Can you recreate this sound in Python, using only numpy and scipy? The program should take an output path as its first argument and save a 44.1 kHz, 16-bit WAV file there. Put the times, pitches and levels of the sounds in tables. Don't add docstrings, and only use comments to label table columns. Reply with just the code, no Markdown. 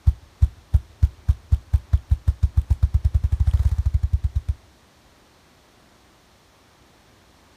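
import sys
import numpy as np
from scipy import signal
from scipy.fft import rfft, irfft
from scipy.io import wavfile

SR = 44100
rng = np.random.default_rng(int(sys.argv[2]) if len(sys.argv) > 2 else 0)


def inscribe(sig):
    pcm = np.round(np.clip(np.atleast_2d(sig).T, -1, 1) * 32767)
    wavfile.write(sys.argv[1], SR, pcm.astype(np.int16))


N = 333396
T = np.arange(N) / SR

# time in seconds, air push in dB, feather swish in dB.
BEATS = [(0.0774, -4.5, -38.5), (0.4281, -4.5, -38), (0.7463, -5.2, -37.5), (1.0332, -5, -36.5),
         (1.293, -6.5, -37), (1.5278, -6.1, -37), (1.7416, -6.5, -35), (1.9378, -6, -34.5),
         (2.1182, -7, -38.5), (2.2834, -7.5, -36), (2.4363, -7.1, -36.5), (2.5782, -7, -35.5),
         (2.7105, -7.5, -36), (2.834, -6.5, -36.5), (2.9486, -7.5, -40), (3.0533, -8.1, -38),
         (3.1514, -7.5, -37), (3.2434, -10, -37.5), (3.3287, -9.7, -36.5), (3.4065, -8.5, -41),
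         (3.477, -8, -36.5), (3.5415, -7.5, -38), (3.5989, -11, -39), (3.6565, -8, -39.5),
         (3.7201, -12, -40), (3.789, -11, -41.5), (3.8638, -10, -40.5), (3.9472, -8.5, -43),
         (4.0379, -10.6, -43), (4.1378, -8.5, -44.5), (4.2467, -11, -42.5), (4.3637, -11.5, -42.5),
         (4.4922, -12, -43)]


def undb(db):
    return 10 ** (np.asarray(db) / 20)


def unit(x):
    return x / np.sqrt(np.mean(x ** 2))


def wander(turns_per_s):
    return np.interp(T * turns_per_s, np.arange(N), rng.standard_normal(N))


def noise(colour):
    hz, db = np.transpose(colour)
    log_hz = np.log(np.maximum(np.arange(N // 2 + 1) * SR / N, 1))
    return unit(irfft(rfft(rng.standard_normal(N)) * undb(np.interp(log_hz, np.log(hz), db)), N))


def patchy_noise(colour, treble_db, patchy_db):
    hz, db = np.transpose(colour)
    size = SR // 4
    log_hz = np.log(np.maximum(np.arange(size // 2 + 1) * SR / size, 1))
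    knots = np.log(np.geomspace(200, 16000, 28))
    shelf = np.interp(log_hz, np.log([1200, 3500]), [0, treble_db])
    patches = patchy_db * np.interp(log_hz, knots, rng.standard_normal(len(knots)))
    curve_db = np.interp(log_hz, np.log(hz), db) + shelf + patches
    return unit(irfft(rfft(rng.standard_normal(size)) * undb(curve_db), size))


def bursts(times, dbs, colour, rise_s, hold_s, fall_s, patchy_db, treble_db=0):
    out = np.zeros(N)
    for at, db, treble in np.broadcast(times, dbs, treble_db):
        grain = patchy_noise(colour, treble, patchy_db)
        span = max(int(at * SR) - len(grain) // 4, 0) + np.arange(len(grain))
        age = T[span] - at
        envelope = np.exp(np.minimum(0, np.minimum(age / rise_s, (hold_s - age) / fall_s)))
        out[span] += undb(db) * grain * envelope
    return out


def forest():
    # frequency in Hz, level in dB.
    wash_colour = [(15, -28), (25, -8), (42, -4.5), (59, 3.5), (134, -4.5), (355, -5), (447, -10.5),
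                   (595, -8), (655, -9), (1160, -10.5), (1380, -13.5), (1870, -14.5), (2400, -17.5),
                   (3120, -26), (5280, -120)]
    hiss_colour = [(1500, -19), (2400, -4.5), (2900, 0), (3300, 2.5), (4300, 2), (4900, -2), (5500, 0),
                   (6600, -3), (7500, -6.5), (9500, -7), (10500, -13.5), (12000, -10.5), (15500, -16)]
    wash = noise(wash_colour) * undb(-55 + .5 * wander(5.9))
    hiss = noise(hiss_colour) * undb(-62 + .022 * wander(1.1))
    return wash + hiss


def scatter(x, wet_db, t60_s, build_s):
    age = T[:SR]
    tail = rng.standard_normal(SR) * undb(-60 * age / t60_s) * (1 - np.exp(-age / build_s))
    return x + undb(wet_db) * signal.fftconvolve(x, tail / np.linalg.norm(tail))[:N]


def trunk_echoes(x):
    # delay in seconds, signed share of the pressure.
    echoes = [(0.0203, 0.172), (0.0299, -0.06), (0.0344, -0.115), (0.0461, 0.029), (0.0558, 0.025),
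              (0.0701, -0.027), (0.093, 0.016), (0.1235, -0.007), (0.1427, 0.005), (0.1534, 0.015),
              (0.1813, 0.004), (0.2149, -0.006)]
    return x + sum(share * np.interp(T - delay, T, x, left=0) for delay, share in echoes)


def upper_bass_dip(x, hz=203, width_hz=45, depth=.16):
    b, a = signal.iirpeak(hz, hz / width_hz, fs=SR)
    return x - depth * signal.lfilter(b, a, x)


def mic_bass_cut(x):
    # frequency in Hz, width in Hz.
    resonances = [(28.5, 21.4), (69, 25.3)]
    for hz, width in resonances:
        b, a = signal.bilinear([1, 0, 0], [1, 2 * np.pi * width, (2 * np.pi * hz) ** 2], SR)
        x = signal.lfilter(b, a, x)
    return x


def wing_fold(full_fold_s=.2):
    gaps = np.gradient(np.transpose(BEATS)[0])
    return np.clip(gaps / full_fold_s, 0, 1)


def flicks(at, click_db, ring_db):
    # frequency in Hz, level in dB.
    click_colour = [(300, 5), (1000, -12), (2300, -4), (3600, -9), (5000, -11), (9000, -6.5), (11000, -10),
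                    (15500, -8)]
    shaft_colour = [(1500, -15), (2700, 3), (3300, 13), (4000, -10), (6000, -31)]
    click = bursts(at, click_db, click_colour, rise_s=.0003, hold_s=.0004, fall_s=.0016, patchy_db=3)
    ring = bursts(at, ring_db, shaft_colour, rise_s=.0003, hold_s=.0005, fall_s=.002, patchy_db=2)
    return click + ring


def quills(unfolded_db=-28, spread_db=1.5):
    # time in seconds, click in dB, shaft ring in dB.
    loud_clicks = [(2.099, -48, -54), (2.616, -45, -53), (2.7277, -41, -52), (3.5122, -46, -40),
                   (3.5742, -46, -46), (3.6318, -43, -46), (3.673, -42, -52), (3.6795, -44, -48),
                   (3.6913, -43, -47)]
    # delay after the beat in seconds, click and shaft ring in dB relative to the swish.
    fold_clicks = [(.0178, -4.5, -16), (.038, -17, -18)]
    at, _, swish_db = np.transpose(BEATS)
    out = flicks(*np.transpose(loud_clicks))
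    for delay, click_db, ring_db in fold_clicks:
        force_db = swish_db + unfolded_db * (1 - wing_fold()) + spread_db * rng.standard_normal(len(at))
        out += flicks(at + delay, click_db + force_db, ring_db + force_db)
    return out


def ruffle(fastest_db=-50.5, db_per_octave=26, lag_s=.045):
    # frequency in Hz, level in dB.
    colour = [(200, -14), (550, 4), (1050, 2.5), (1900, -0.5), (2800, -15), (3600, -5.5), (6000, -9),
              (9400, -12), (10500, -16), (15500, -18)]
    at = np.transpose(BEATS)[0]
    rate = 1 / np.gradient(at)
    beat_gain = undb(fastest_db + db_per_octave * np.log2(rate / rate.max()))
    envelope = np.interp(T - lag_s, at, beat_gain, left=0, right=0)
    return envelope * undb(2 * wander(200)) * noise(colour)


def feathers():
    # frequency in Hz, level in dB.
    swish_colour = [(120, -12), (200, 15.5), (290, 10.5), (450, -2), (650, 5.5), (1000, 3), (1450, -3),
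                    (1900, -3.5), (2900, -16.5), (3700, -9), (4800, -16), (5800, -13.5), (9500, -20.5),
                    (10500, -22), (15500, -22)]
    rustle_colour = [(150, 12), (500, -3), (1000, 2), (1800, -7.5), (2800, -8), (3600, -4), (4900, -10.5),
                     (5500, -8), (7500, -14), (9400, -7.5), (10500, -19.5), (13000, -15.5), (15500, -39)]
    at, _, swish_db = np.transpose(BEATS)
    bite = at - .0055
    thin_db = .77 * (swish_db.max() - swish_db)
    fold = wing_fold()
    swish = bursts(bite, swish_db, swish_colour,
                   rise_s=.0016, hold_s=.003, fall_s=.0049, patchy_db=2.2, treble_db=thin_db)
    rustle = bursts(bite + .013, swish_db - 10 + 3 * fold, rustle_colour,
                    rise_s=.016, hold_s=.0011, fall_s=.018, patchy_db=3, treble_db=3.1 * fold - 5)
    air_noise = swish + rustle + ruffle()
    grain = unit(undb(2 * wander(1500)))
    return grain * air_noise


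def push(peak_s, length_s):
    span = np.arange(max(int((peak_s - length_s / 2) * SR), 0), int((peak_s + length_s / 2) * SR) + 1)
    return span, np.cos(np.pi * (T[span] - peak_s) / length_s) ** 4


def thumps(windup_share=.12, windup_lead_s=.011, windup_s=.026, shove_s=.014, stretch_s_per_db=.0001):
    air = np.zeros(N)
    hardest_db = max(db for _, db, _ in BEATS)
    for at, db, _ in BEATS:
        span, windup = push(at - windup_lead_s, windup_s)
        air[span] += windup_share * undb(db) * windup
        span, shove = push(at, shove_s + stretch_s_per_db * (hardest_db - db))
        air[span] += undb(db) * shove
    return air


def scene():
    drum = mic_bass_cut(upper_bass_dip(trunk_echoes(thumps())))
    drum = scatter(drum, wet_db=-35.5, t60_s=.97, build_s=.16)
    wings = scatter(feathers() + quills(), wet_db=-14, t60_s=.35, build_s=.008)
    return (drum + wings + forest())[None]


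def record(dry, top_hz=15350):
    return signal.sosfilt(signal.ellip(10, .1, 80, top_hz, fs=SR, output="sos"), dry)


dry = scene()
out = record(dry)
inscribe(out)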